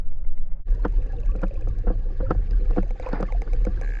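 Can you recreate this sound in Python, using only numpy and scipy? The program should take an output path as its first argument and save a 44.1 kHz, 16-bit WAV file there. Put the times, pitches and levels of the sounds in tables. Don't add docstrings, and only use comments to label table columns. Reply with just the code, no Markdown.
import sys
import numpy as np
from scipy import signal
from scipy.fft import rfft, irfft, next_fast_len
from scipy.io import wavfile
from scipy.ndimage import uniform_filter1d, map_coordinates

SR = 44100
rng = np.random.default_rng(int(sys.argv[2]) if len(sys.argv) > 2 else 0)


def wav_record(signal):
    frames = np.transpose(np.atleast_2d(signal))
    bounded = np.clip(frames, -1, 1)
    quanta = np.round(bounded * 32767).astype(np.int16)
    wavfile.write(sys.argv[1], SR, quanta)


N = 176400

# pitch_hz, gain_db, t60_s
HOUSING_MODES = [(513,0.5,0.058),(770,0,0.022),(1190,-13.5,0.019),(2153,4,0.007)]
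# time_s, wash_db, hiss_db
WATER_LEVELS = [(.68,-46.5,-62),(1.1,-44,-62.5),(1.75,-46.5,-62.5),(2.1,-45.5,-62),(2.4,-44,-60),(2.65,-39,-59.5),(2.97,-47.5,-59),(3.07,-45,-53.5),(3.17,-36.5,-61.5),(3.27,-44,-57),(3.45,-45,-59),(3.75,-43,-57),(3.84,-41,-56.5),(4,-50,-56)]


def amp(db):
    return 10 ** (np.asarray(db) / 20)


def unit(x):
    return x / np.sqrt(np.mean(x ** 2) + 1e-20)


def clock(size):
    return np.arange(size) / SR


def gain_at(spectrum, hz):
    points_hz, db = np.transpose(spectrum)
    return amp(np.interp(np.log(hz + 1), np.log(points_hz + 1), db))


def curves(rows):
    times, *columns = np.transpose(rows)
    return [np.interp(clock(N), times, column) for column in columns]


def wobble(per_s):
    return map_coordinates(rng.standard_normal(1024), [clock(N) * per_s], mode="wrap")


def filtered(x, response):
    size = next_fast_len(N + SR // 2)
    return irfft(rfft(x, size) * response(np.fft.rfftfreq(size, 1 / SR)), size)[..., :N]


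def noise(spectrum):
    return unit(filtered(rng.standard_normal(N), lambda hz: gain_at(spectrum, hz)))


def patchy(x, depth_db):
    bins = signal.stft(x, nperseg=512)[2]
    patches = uniform_filter1d(rng.standard_normal(bins.shape), size=5, axis=0)
    patches = unit(uniform_filter1d(patches, size=4, axis=1))
    return unit(signal.istft(bins * amp(depth_db * patches), nperseg=512)[1][:N])


def swell(t, peak_s):
    return t / peak_s * np.exp(1 - t / peak_s)


def ring(modes, rise_s, scatter_db, detune):
    t, out = clock(8192), np.zeros(8192)
    for k, (hz, db, t60) in enumerate(modes):
        decay = amp(db + scatter_db * rng.normal() - 60 * t / t60)
        pitch_hz = hz * (1 + detune * rng.normal())
        out += (-1) ** k * decay * np.sin(2 * np.pi * pitch_hz * t)
    return (1 - np.exp(-t / rise_s)) * out


def chirp(hz, glide, rise_s, glide_s=0.00054):
    t = clock(2048)
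    pitch_hz = hz * (1 + glide * np.exp(-t / glide_s))
    return swell(t, rise_s) ** 2 * np.sin(2 * np.pi * np.cumsum(pitch_hz) / SR)


def add(track, start_s, sound):
    part = track[max(round(start_s * SR), 0):][:len(sound)]
    part += sound[:len(part)]


def calm_water(sway_hz=9.9):
    wash_spectrum = [(20,11.5),(35,-1),(55,-9.5),(100,-20),(125,-28),(160,-19),(200,-31),(300,-44.5),(450,-42.5),(590,-38),(700,-48),(850,-47.5),(1050,-51.5),(1400,-52.5),(1750,-60),(2100,-57),(2600,-67.5),(3500,-81),(6000,-110)]
    sway_levels = [(0,-35),(.08,-13),(.17,-20.5),(.27,-12),(.42,-12),(.5,-18.5),(.54,-32)]
    far_clicks = [(.119,-62.5),(.248,-62.5),(.375,-61),(.518,-62.5)]
    far_modes = [(550,10.5,0.077),(860,10.5,0.026),(1410,9.5,0.014),(2110,12.5,0.018),(2840,-0.5,0.017)]
    sway = amp(curves(sway_levels)[0]) * np.sin(2 * np.pi * sway_hz * clock(N))
    out = amp(-23.5) * noise(wash_spectrum) + sway
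    for start_s, db in far_clicks:
        add(out, start_s, amp(db) * ring(far_modes, rise_s=0.0008, scatter_db=1, detune=0.01))
    return out


def rough_water():
    rumble_spectrum = [(15,-14),(25,1),(33,5.5),(41,1),(50,-12),(62,-18),(80,-22),(100,-18),(130,-36),(200,-37.5),(400,-95.5)]
    rumble_levels = [(0.68, -16.5), (0.85, -25.5), (0.88, -17), (1.06, -21.5), (1.09, -26.5), (1.37, -17.5),
                     (1.4, -24.5), (1.98, -19), (2.01, -24), (2.63, -18), (2.93, -22.5), (2.97, -43),
                     (3.0, -27.5), (3.34, -23), (3.4, -19), (3.46, -31), (3.52, -18), (4.0, -26)]
    wash_spectrum = [(100,5.5),(180,2.5),(230,-1.5),(300,-0.5),(380,-2),(500,3.5),(640,-19),(780,-9.5),(960,-35),(1160,-12.5),(1350,-38.5),(1680,-13.5),(2000,-49),(3000,-74)]
    breaker_spectrum = [(400,-14),(700,17),(1200,8.5),(1700,6),(2500,-2),(3200,-21),(5000,-16.5),(7000,-39)]
    breaker_levels = [(3.029,-43.5),(3.064,-40.5),(3.1,-46.5),(3.149,-38.5),(3.199,-43),(3.261,-56.5)]
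    hiss_spectrum = [(1000,-3),(1700,6.5),(2100,-1),(2700,-0.5),(3400,-8),(4200,-6.5),(5050,-7.5),(5600,-15.5),(6800,-13),(7800,-25),(9500,-40.5),(11000,-64)]
    wash_db, hiss_db = curves(WATER_LEVELS)
    flow = noise(rumble_spectrum)
    flow_power = np.abs(uniform_filter1d(flow ** 2, size=SR // 6))
    even_flow = unit(flow / np.sqrt(flow_power + 0.015))
    rumble = amp(curves(rumble_levels)[0]) * even_flow
    wash = amp(wash_db + 2.87 * wobble(per_s=35)) * patchy(noise(wash_spectrum), depth_db=4)
    breaker_db = np.interp(clock(N), *np.transpose(breaker_levels), left=-120, right=-120)
    breaker = amp(breaker_db) * patchy(noise(breaker_spectrum), depth_db=2.5)
    hiss = amp(hiss_db - 1.5 + 1.3 * wobble(per_s=60)) * patchy(noise(hiss_spectrum), depth_db=3)
    return rumble + wash + breaker + hiss


def bubble(hz, t60, climb_per_s=0.54, waver_per_s=140, attack_s=0.0019):
    t = clock(int(t60 * SR) + 256)
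    waver = 0.02 * np.interp(t * waver_per_s, np.arange(64), rng.standard_normal(64))
    phase = 2 * np.pi * np.cumsum(hz * (1 + climb_per_s * t + waver)) / SR
    return amp(-60 * t / t60) * (1 - np.exp(-t / attack_s)) * np.sin(phase)


def swarm(per_s, centre_hz, spread, gain_db, cycles, tilt_db_per_octave=-8):
    out = np.zeros(N)
    for when, pitch, chance in rng.uniform(0.01, 1, (4000, 3))[:int(per_s * N / SR)]:
        hz = min(centre_hz * (pitch / (1 - pitch)) ** (spread / 2), 7000)
        strength = amp(gain_db + tilt_db_per_octave * np.log2(hz / centre_hz)) * -np.log(chance)
        add(out, when * N / SR, strength * bubble(hz, t60=cycles / hz))
    return out


def bubbles():
    clear_bubbles = [(.826,4200,-51,0.032),(.853,922,-13.5,0.024),(0.976,1120,-52.5,0.12),(1.097,1640,-49,0.12),(1.132,761,-38.5,0.1),(1.166,3740,-46.5,0.016),(1.268,1635,-52,0.12),(1.29,1142,-42.5,0.14),(1.574,1080,-43.5,0.047),(2.227,517,-24.5,0.16),(2.265,1380,-35.5,0.039),(2.314,714,-26.5,0.057),(2.508,5000,-36,0.011),(2.532,1600,-37,0.03),(3.026,3870,-36.5,0.013),(3.069,982,-22,0.029),(3.251,1760,-38.5,0.056),(3.279,2030,-40,0.042),(3.286,1145,-33.5,0.053),(3.304,856,-35,0.056),(3.346,701,-30,0.068),(3.773,1590,-32.5,0.022)]
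    wash_db, hiss_db = curves(WATER_LEVELS)
    fizz = swarm(per_s=58, centre_hz=1006, spread=0.5, gain_db=5, cycles=49)
    froth = swarm(per_s=330, centre_hz=3320, spread=0.35, gain_db=-3.5, cycles=26)
    gurgle = swarm(per_s=70, centre_hz=380.7, spread=0.3, gain_db=-4.5, cycles=22)
    out = amp(hiss_db) * (fizz + froth) + amp(wash_db) * gurgle
    for start_s, hz, db, t60 in clear_bubbles:
        add(out, start_s, amp(db) * bubble(hz, t60))
    return out


def snap(spectrum, size=2048):
    cepstrum = irfft(np.log(gain_at(spectrum, np.fft.rfftfreq(size, 1 / SR))))
    cepstrum[1:size // 2] *= 2
    cepstrum[size // 2 + 1:] = 0
    pulse = irfft(np.exp(rfft(cepstrum)))
    return pulse / np.abs(pulse).max()


def scattered(pulse):
    t = clock(512)
    paths = amp(-21.5) * swell(t, peak_s=0.00062) * rng.standard_normal(len(t))
    paths[0] = 1
    return signal.fftconvolve(pulse, paths / np.linalg.norm(paths))


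def near_whale(snap_delay_s=0.00046):
    clicks = [(0.703,-50,-63),(.749,-52.5,-67),(0.799,-55.5,-71),(0.842,-52.5,-44),(.881,-50,-47),(0.923,-51.5,-49),(0.97,-55,-52),(1.024,-53,-48),(1.068,-54,-45.5),(1.122,-51.5,-59),(1.202,-47.5,-54),(1.259,-48.5,-42.5),(1.312,-50,-64),(1.363,-47.5,-51),(1.417,-47,-41),(1.481,-46,-60),(1.542,-49.5,-52),(1.611,-47.5,-52.5),(1.685,-47,-51),(1.787,-46,-69),(2.763,-52,-33.5),(2.807,-59,-51.5),(2.83,-46.5,-34.5),(2.88,-53.5,-56),(2.907,-46.5,-30.5),(2.998,-44.5,-30),(3.089,-43.5,-29.5),(3.208,-41.5,-54),(3.323,-41,-31),(3.419,-39.5,-31.5),(3.533,-38.5,-31.5),(3.651,-38,-34.5),(3.813,-39,-31.5)]
    snap_spectrum = [(300,-17),(1500,-16.5),(2300,4.5),(3300,-8),(4100,4),(4500,-35),(4900,5),(5350,-6.5),(6200,4.5),(6900,-5),(7400,-3.5),(8200,-8.5),(9900,-13),(11500,-38)]
    out, pulse = np.zeros(N), snap(snap_spectrum)
    for start_s, snap_db, ring_db in clicks:
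        add(out, start_s + snap_delay_s, amp(snap_db + 1.5) * scattered(pulse))
        housing = ring(HOUSING_MODES, rise_s=0.0015, scatter_db=-2.5, detune=0.044)
        add(out, start_s, amp(ring_db + 2.5) * housing)
    return out


def air_pockets(push_hz=178, push_delay_s=0.002):
    pockets = [(0.8482,1410,-26,-22),(1.427,1394,-35,-26),(2.3058,1320,-22.5,-14),(3.1308,965,-32.5,-30),(3.2268,1080,-30.5,-19.5)]
    out, t = np.zeros(N), clock(2048)
    push = swell(t, peak_s=0.0025) ** 2 * np.sin(2 * np.pi * push_hz * t)
    for start_s, hz, ping_db, push_db in pockets:
        add(out, start_s, amp(ping_db) * chirp(hz, glide=0.12, rise_s=0.0021))
        add(out, start_s + push_delay_s, amp(push_db) * push)
    return out


def hull_slaps():
    # start_s, thump_db, splash_db, crack_db, swell_s, thump_tilt_db_per_octave
    waves = [(0.85,-18,-22,-41.5,0.0035,-1),(1.057,-44,-50,-71,0.0027,0.5),(1.351,-29.5,-41.5,-70,0.0024,-0.5),(1.432,-19,-24,-50,.0034,-3.5),(1.672,-31.5,-40.5,-70,.0011,3),(1.869,-19.5,-35,-58,.0084,-.5),(1.902,-20,-42,-69.5,.0034,-0.5),(1.952,-39,-58,-80,.003,-1.5),(2.103,-37.5,-56,-71,0.0035,-3.5),(2.202,-26,-37,-64,0.0046,-2),(2.307,-17,-21.5,-41,0.0039,-2),(2.348,-32.5,-49,-73,.003,-0.5),(2.509,-38.5,-53.5,-46,.0018,-1),(2.708,-29,-34,-46,0.0012,-1),(2.769,-20.5,-37,-49.5,0.0017,1.5),(2.779,-14,-26,-50.5,0.0032,1),(3.064,-51,-42,-59,0.0029,0),(3.13,-22.5,-28,-41.5,0.0034,0.5),(3.15,-36,-42.5,-69,0.0099,0),(3.201,-21,-36.5,-53,0.0022,2),(3.227,-23.5,-24.5,-38,0.0019,2.5),(3.475,-40.5,-38,-69,0.0023,2),(3.667,-19.5,-33,-55,0.0027,-1)]
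    hull_modes = [(97.7,-10,0.12),(186.4,-1.5,0.11),(262,1,0.033),(320.7,0.5,0.062),(495.7,5.5,0.046),(729,3.5,0.02),(1130,-23.5,0.055)]
    splash_spectrum = [(100,-12.5),(300,10.5),(600,2.5),(950,-3.5),(1450,-3.5),(1800,-11.5),(2200,-27),(3200,-28),(6000,-75)]
    crack_spectrum = [(500,-7.5),(2400,7),(3200,-6.5),(4000,3),(5100,1),(6000,-6.5),(8000,-26),(11000,-38.5)]
    crack_rise_s, crack_fall_s = 0.00014, 0.0023
    surge_rise_s, surge_fall_s = 0.01, 0.011
    pivot_hz = 350
    thumps, splash_level, crack_level = np.zeros((3, N))
    t = clock(8192)
    crack_shape = np.exp(-t / crack_fall_s) * (1 - np.exp(-t / crack_rise_s))
    for start_s, thump_db, splash_db, crack_db, swell_s, tilt in waves:
        modes = [(hz, db + tilt * np.log2(hz / pivot_hz), t60) for hz, db, t60 in hull_modes]
        add(thumps, start_s, amp(thump_db) * ring(modes, rise_s=0.005, scatter_db=1, detune=0.025))
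        add(splash_level, start_s, amp(splash_db) * swell(t, swell_s))
        add(crack_level, start_s, amp(crack_db) * crack_shape)
        since_s = clock(N) - start_s
        surge = np.exp(np.minimum(since_s / surge_rise_s, -since_s / surge_fall_s))
        splash_level += amp(splash_db - 12.5) * surge
    return thumps + splash_level * noise(splash_spectrum) + crack_level * noise(crack_spectrum)


def second_whale():
    chirps = [(0.965,-58.5,2700),(1.016,-59,2690),(1.073,-56.5,2670),(1.129,-55,2680),(1.185,-51.5,2680),(1.233,-49,2600),(1.28,-50,2550),(1.318,-50.5,2550),(1.356,-52,2550),(1.392,-48.5,2450),(1.431,-51,2550),(1.467,-50,2500),(1.509,-50,2520),(1.556,-48.5,2530),(1.622,-50.5,2480),(2.476,-55,2340),(2.604,-57,2400),(2.628,-61,2400),(2.657,-53,2370),(2.732,-48,2670),(3.023,-46,2350),(3.062,-38,2470)]
    out = np.zeros(N)
    for start_s, db, hz in chirps:
        add(out, start_s, amp(db) * chirp(hz, glide=0.07, rise_s=0.0017))
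        housing = ring(HOUSING_MODES[:1], rise_s=0.002, scatter_db=-5, detune=0.055)
        add(out, start_s, amp(db + 13) * housing)
    return out


def whale_buzz(count=12, first_s=3.8203, gap_s=0.0129, slowing_s=0.00046, swell_db_per_s=7):
    snap_spectrum = [(1000,10),(2400,1),(3400,-12),(4500,-3),(6000,16),(7400,18),(8000,2),(8800,10),(9800,-45)]
    ring_modes = [(2200,-7.5,0.011),(2700,-16,0.0087),(776,-11,0.018)]
    out, pulse = np.zeros(N), snap(snap_spectrum)
    for k in range(count):
        start_s = first_s + k * gap_s + k * (k - 1) / 2 * slowing_s
        grown_db = swell_db_per_s * (start_s - first_s) + 0.5 * rng.normal()
        add(out, start_s, amp(grown_db - 51.5) * scattered(pulse))
        add(out, start_s, amp(grown_db - 38) * chirp(hz=1640, glide=0.8, rise_s=0.0025))
        tail = ring(ring_modes, rise_s=0.00057, scatter_db=2.5, detune=0.015)
        add(out, start_s, amp(grown_db - 33.5) * tail)
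    return out


def stereo_image(mid, stray_delay_s=0.0005):
    balance = [(120,0),(500,-.9),(1100,-1.2),(2000,-3),(4000,.5),(8000,-1)]
    stray_spectrum = [(100,-42),(250,-24),(500,-12),(1500,-9),(8000,-11)]
    width = [(.7,-25),(1.3,-14),(2.2,-4.5),(3,-1),(4,1)]
    lean = filtered(mid, lambda hz: (gain_at(balance, hz) - 1) / (gain_at(balance, hz) + 1))
    stray = filtered(
        mid, lambda hz: gain_at(stray_spectrum, hz) * np.exp(-2j * np.pi * hz * stray_delay_s))
    flicker = np.sqrt(2) * np.cos(np.pi * wobble(per_s=25))
    side = amp(curves(width)[0]) * (lean + stray * flicker)
    return np.array([mid + side, mid - side])


def scene():
    cut_s, fade_s = 0.642, 0.038
    fade = (clock(N) - cut_s) / fade_s
    rough = rough_water() + hull_slaps() + air_pockets()
    rough += near_whale() + second_whale() + whale_buzz() + bubbles()
    mid = np.clip(-fade, 0, 1) ** 2 * calm_water() + np.clip(fade, 0, 1) ** 2 * rough
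    return stereo_image(mid)


def record(dry):
    return filtered(dry, lambda hz: hz < 11500)


dry = scene()
out = record(dry)
wav_record(out)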